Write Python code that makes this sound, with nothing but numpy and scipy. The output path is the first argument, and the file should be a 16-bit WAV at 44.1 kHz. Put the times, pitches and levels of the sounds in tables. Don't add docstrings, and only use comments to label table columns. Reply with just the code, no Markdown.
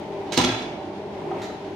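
import sys
import numpy as np
from scipy import signal
from scipy.fft import rfft, irfft, dct
from scipy.io import wavfile

SR = 44100
rng = np.random.default_rng(int(sys.argv[2]) if len(sys.argv) > 2 else 0)


def to_wav(s):
    ch = np.atleast_2d(s).T
    pcm = np.round(np.clip(ch, -1, 1) * 32767)
    wavfile.write(sys.argv[1], SR, pcm.astype(np.int16))


def ratio_of_db(decibels):
    return 10 ** (np.asarray(decibels, float) / 20)


N = 77175
T = np.arange(N) / SR
F = np.fft.rfftfreq(N, 1 / SR) + 1e-3
LR = np.array([[1], [-1]])

KNOCK_S, TAP_S, TAP_DB = 1.3135, 1.501, -6
CLINK_S = 1.4165


def unit(x):
    return x / np.sqrt(np.mean(x ** 2))


def colour(x, points):
    hz, db = np.array(points).T
    return irfft(rfft(x) * ratio_of_db(np.interp(np.log(F), np.log(hz), db)), N)


def resonance(hz, width_hz):
    return 1 / (1 + 1j * (F - hz ** 2 / F) / width_hz) ** 2


def band(x, hz, width_hz):
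    return irfft(rfft(x) * resonance(hz, width_hz), N)


def walk(rate_hz):
    spectrum = rfft(rng.standard_normal(N)) * (F > 0.1) / (1 + (F / rate_hz) ** 2)
    return unit(irfft(spectrum, N))


def pair(side_gain):
    mid, side = rng.standard_normal((2, N))
    return mid + LR * irfft(rfft(side) * side_gain, N)


def burst(at_s, len_s, rise=0.12):
    t = np.maximum(T - at_s, 0) / max(len_s, 1e-4)
    return (1 - np.exp(-t / rise)) * np.exp(-t)


def ring(t, hz, t60):
    return np.sin(2 * np.pi * hz * t) * 1000.0 ** (-t / t60)


def motor():
    # (frequency [Hz], level [dB])
    tones = [(98, -56), (113, -58), (151, -53.5), (199, -50.5), (301, -48.5), (350, -48), (432, -51.5),
             (576, -55), (598, -51), (630, -50), (764, -53.5), (830, -55.5), (881, -53)]
    # (frequency [Hz], width [Hz], level [dB])
    housing = [(104, 210, -18), (217.5, 154, -3.5), (373, 125, 1), (625, 296, -2.5), (782, 56, -6),
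               (932, 218, -5.5)]
    # (time [s], level [dB], lean to the left [dB])
    load = [(0, 1.5, 1.5), (0.148, 1, 3), (.3, 4, 0), (.75, 2, -2.5), (.95, 1, -0.5), (1.03, 0, 1),
            (1.32, 4, -0.5), (1.5, 1.5, 2), (1.57, -0.5, 3.5), (1.658, 0.5, -1), (1.75, -1.5, 3.5)]
    wobble_db, wobble_hz, drift_rad, tone_side_db = 3.5, 7, 0.9, -21.5
    rumble_db, rumble_side_db, flicker_db = -41.5, -11.5, 1

    hum = 0
    for hz, db in tones:
        phase = 2 * np.pi * hz * T + drift_rad * walk(wobble_hz)
        size = np.sqrt(2) * ratio_of_db(db + wobble_db * walk(wobble_hz))
        side = ratio_of_db(tone_side_db) * np.sin(phase + 3 * walk(0.86))
        hum = hum + size * (np.sin(phase) + LR * side)

    rumble = 0
    for hz, width_hz, db in housing:
        noise = pair(ratio_of_db(rumble_side_db) * hz / 400)
        rumble = rumble + ratio_of_db(db + flicker_db * walk(18)) * unit(band(noise, hz, width_hz))

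    s, db, lean_db = np.array(load).T
    load_db = np.interp(T, s, db) + LR * np.interp(T, s, lean_db) / 2
    return (hum + ratio_of_db(rumble_db) * rumble) * ratio_of_db(load_db)


def mesh():
    # (time [s], level [dB])
    swell = [(0, -52.5), (.14, -34.5), (.23, -38.5), (.6, -56), (.89, -45), (1.0, -41), (1.2, -45),
             (1.34, -34.5), (1.41, -43), (1.6, -43), (1.66, -34.5), (1.75, -40)]
    mesh_hz, drift_rad = 395.1, 0.4
    s, db = np.array(swell).T
    phase = 2 * np.pi * mesh_hz * T + drift_rad * walk(8)
    return np.sqrt(2) * ratio_of_db(np.interp(T, s, db)) * np.sin(phase)


def air():
    # (frequency [Hz], density [dB per Hz])
    hiss_colour = [(25, 10.5), (1000, -5.5), (1400, -2), (3300, -6), (6300, -18), (8000, -27),
                   (12300, -34.5), (14200, -54)]
    # (frequency [Hz], level [dB], stop [s])
    whistle = (12200, -82, .4)
    hiss_db, side_hz, flicker_db = -47, 1540, 0.75
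    noise = pair(np.minimum(F / side_hz, 1) ** 3.4)
    hiss = unit(colour(noise, hiss_colour)) * ratio_of_db(hiss_db + flicker_db * walk(14))
    hz, db, stop_s = whistle
    return hiss + ratio_of_db(db) * np.sin(2 * np.pi * hz * T) * (T < stop_s)


def swing():
    swing_s, len_s, swing_hz, swing_db = 0.255, 0.09, 2800, -51
    swish = band(rng.standard_normal(N), swing_hz, 4000)
    swish = unit(band(swish, swing_hz, 4000))
    return ratio_of_db(swing_db) * swish * burst(swing_s, len_s)


def boom(at_s):
    # (frequency [Hz], level [dB], t60 [s])
    modes = [(70.6, -15.5, 0.72), (117.3, -14.5, 0.67), (173, -5.5, 0.12), (252.4, 1.5, 0.19),
             (276, -11, .08), (342.7, 7, 0.068), (507, -13, 0.13), (650, -15.5, 0.11), (803, 0.5, 0.051),
             (890, -2, 0.071), (990, 3.5, 0.061)]
    slam_s, soften_db_per_s = 0.378, -110
    rise_s, scatter_db = 0.0052, 1
    t = np.maximum(T - at_s, 0)
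    luck = rng.standard_normal(len(modes))
    soft_db = soften_db_per_s * max(at_s - slam_s, 0)
    out = 0
    for k, (hz, db, t60) in enumerate(modes):
        sign = (-1) ** (k // 2)
        mode_db = db + scatter_db * luck[k] + soft_db * max(np.log2(hz / 260), 0)
        out = out + sign * ratio_of_db(mode_db) * ring(t, hz, t60)
    return (1 - np.exp(-t / rise_s)) * out


def blows():
    # (time [s], crack [dB], boom [dB], contact [s], hardness [dB per octave])
    hits = [(0.3202, -22.5, -48, 0.0045, 1.5), (.326, -27, -54, 0.016, 1), (0.336, -46.5, -53, 0.017, 2),
            (0.3695, -18, -45, 0.0094, 0.5), (0.3749, -13.5, -8, 0.0056, 1), (.385, -20, -20.5, 0.0071, -4),
            (0.397, -23.5, -11, 0.011, -3), (0.413, -27.5, -30, 0.0078, 1.5),
            (0.4382, -16, -14, 0.0036, -1.5), (0.446, -20.5, -22, 0.0061, 0.5), (.466, -29, -32, 0.01, -8),
            (0.488, -29.5, -16, 0.0065, -6), (.515, -31.5, -39, 0.012, -6), (0.544, -38, -38, 0.0089, -6),
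            (0.578, -38, -30, 0.021, -0.5), (.615, -40.5, -31, 0.02, -3)]
    # (frequency [Hz], density [dB per Hz])
    crack_colour = [(120, -15), (400, -3), (1000, -1), (1800, -3.5), (2900, -2), (6500, -9.5), (8500, -21),
                    (15500, -38)]
    # (frequency [Hz], width [Hz], level [dB])
    bar_modes = [(1321, 41, -17), (1741, 56, -14.5), (2075, 15, -12), (2256, 21, -3), (2491, 49, -6),
                 (2717, 12, -6.5), (3090, 35, -7), (3342, 68, -6.5), (3512, 120, -1), (3985, 54, -2.5),
                 (4312, 34, -9), (4874, 26, -30.5), (5450, 24, -13.5), (6320, 210, -8)]
    bars_db, bars_scatter_db, rattle_db = -11, 5, 3.5
    boom_low_hz = 70

    spiky = rng.standard_normal(N) * ratio_of_db(2 * rng.exponential(size=N))
    grit = rfft(unit(colour(spiky, crack_colour)))
    bars = []
    for hz, width_hz, db in bar_modes:
        bar = grit * resonance(hz, width_hz)
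        bars.append(ratio_of_db(db) * bar * np.linalg.norm(grit) / np.linalg.norm(bar))
    bars = np.array(bars)

    rattle = ratio_of_db(rattle_db * walk(110))
    luck = rng.standard_normal((len(hits), len(bars)))
    cracks = booms = 0
    for (s, crack_db, boom_db, contact_s, hard_db), mix in zip(hits, luck):
        tilt = ratio_of_db(hard_db * np.clip(np.log2(F / 3000), -2, 2))
        woken = ratio_of_db(bars_db + bars_scatter_db * mix) @ bars
        crack = irfft((grit + woken) * tilt, N)
        cracks = cracks + ratio_of_db(crack_db) * crack * rattle * burst(s, contact_s, rise=0.42)
        booms = booms + ratio_of_db(boom_db - 5) * boom(s)
    low_cut = signal.butter(2, boom_low_hz, "high", fs=SR, output="sos")
    return cracks, signal.sosfilt(low_cut, booms)


def squeak():
    squeak_s, len_s, squeak_hz, squeak_db = 0.3615, 0.012, 4400, -29
    tone = np.sin(2 * np.pi * squeak_hz * T + walk(300))
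    swell = np.clip((T - squeak_s) / len_s, 0, 1) ** 0.5
    return ratio_of_db(squeak_db) * tone * swell * (T < squeak_s + len_s)


def drag():
    # (time [s], level [dB])
    pull = [
        (.55, -55.5),
        (.9, -72),
        (1.2, -53.5),
        (1.302, -51),
        (1.4, -47),
        (1.5, -59),
        (1.75, -60),
    ]
    # (frequency [Hz], density [dB per Hz])
    flour_colour = [(800, -32), (2000, 7), (3200, -2.5), (5000, -13.5), (11000, -26.5), (12200, -27.5),
                    (13000, -24), (14800, -50)]
    s, db = np.array(pull).T
    return unit(colour(pair(0.55), flour_colour)) * ratio_of_db(np.interp(T, s, db) + 1.3 * walk(12))


def thump(at_s):
    # (frequency [Hz], level [dB], t60 [s])
    top_modes = [(350, -29, .12), (760, -28, .1), (1250, -33, .05)]
    t = np.maximum(T - at_s, 0)
    return sum(-ratio_of_db(db) * ring(t, hz, t60) for hz, db, t60 in top_modes)


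def knock():
    # (frequency [Hz], density [dB per Hz])
    knock_colour = [(250, -22), (400, -22), (780, 11), (1300, -8), (2000, -24), (3200, -17), (5000, -36),
                    (15000, -70)]
    knock_db, len_s = -30, 0.012
    contact = burst(KNOCK_S, len_s, rise=0.08) + ratio_of_db(TAP_DB) * burst(TAP_S, len_s / 2, rise=0.08)
    noise = unit(colour(rng.standard_normal(N), knock_colour))
    return ratio_of_db(knock_db) * noise * contact + thump(KNOCK_S) + ratio_of_db(TAP_DB) * thump(TAP_S)


def clink():
    # (frequency [Hz], density [dB per Hz])
    clink_colour = [(800, 2), (2100, 2), (2900, -7), (3900, 2.5), (4800, -5.5), (6500, -7), (8500, -19.5),
                    (15000, -28)]
    clink_db, len_s = -37, 0.025
    bounce_s, bounce_db = 0.014, -7
    contact = burst(CLINK_S, len_s, rise=0.037)
    contact = contact + ratio_of_db(bounce_db) * burst(CLINK_S + bounce_s, len_s, rise=0.1)
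    return ratio_of_db(clink_db) * unit(colour(rng.standard_normal(N), clink_colour)) * contact


def clink_ring():
    ring_hz, ring_db, ring_t60_s = 14815, -73.5, 0.9
    return ratio_of_db(ring_db) * ring(np.maximum(T - CLINK_S, 0), ring_hz, ring_t60_s)


def room():
    # (frequency [Hz], t60 [s])
    decay = [(100, 0.92), (500, 0.57), (2000, 0.77), (5000, 0.64), (10000, 0.44), (15000, 0.5)]
    onset_s, side_hz, bass_hz = 0.001, 1200, 370
    noise = rfft(pair(np.minimum(F / side_hz, 1)))
    hz, t60 = np.array(decay).T
    tail = 0
    for centre in 60 * 2.0 ** np.arange(9):
        share = np.clip(1 - np.abs(np.log2(F / centre)), 0, 1)
        share = share * F / np.hypot(F, bass_hz)
        octave_t60 = np.interp(np.log(centre), np.log(hz), t60)
        tail = tail + irfft(noise * share, N) * 1000.0 ** (-T / octave_t60)
    tail = tail * (1 - np.exp(-T / onset_s))
    return tail / np.sqrt(np.sum(tail ** 2) / 2)


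def scene():
    pan_db, treble_pan_db, pan_hz = 0.7, -27, 8100
    boom_lag_s, boom_send_db, early_lean_s = 0.0002, -4, 0.017
    machine = motor() + mesh() + air()
    cracks, booms = blows()
    hits = swing() + cracks + squeak()
    small = knock() + clink()

    lean = ratio_of_db(LR * (pan_db + treble_pan_db * F / (F + pan_hz)) / 2)
    lag = np.exp(1j * np.pi * LR * F * boom_lag_s)
    guard = irfft((rfft(hits) + rfft(booms) * lag) * lean, N)

    tail = room()
    early = np.exp(-T / early_lean_s)
    leaning = irfft(rfft(tail) * lean, N) * early + tail * (1 - early)
    guard_send = hits + ratio_of_db(boom_send_db) * booms
    wet = signal.fftconvolve(guard_send[None], leaning, axes=1)
    wet = wet + signal.fftconvolve(small[None], tail, axes=1)
    return machine + drag() + guard + small + clink_ring() + wet[:, :N]


def top_cut(x):
    return signal.sosfilt(signal.butter(12, 15940, fs=SR, output="sos"), x)


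def record(dry):
    # (frequency [Hz], gain [dB])
    response = [(20, -14), (70, 0), (14500, 0), (15500, -3), (15800, -60)]
    hz, db = np.array(response).T
    gain = ratio_of_db(np.interp(np.log(np.linspace(1, SR / 2, N)), np.log(hz), db))
    heard = dct(dct(dry, norm="ortho") * gain, type=3, norm="ortho")
    return top_cut(heard)


dry = scene()
out = record(dry)
to_wav(out)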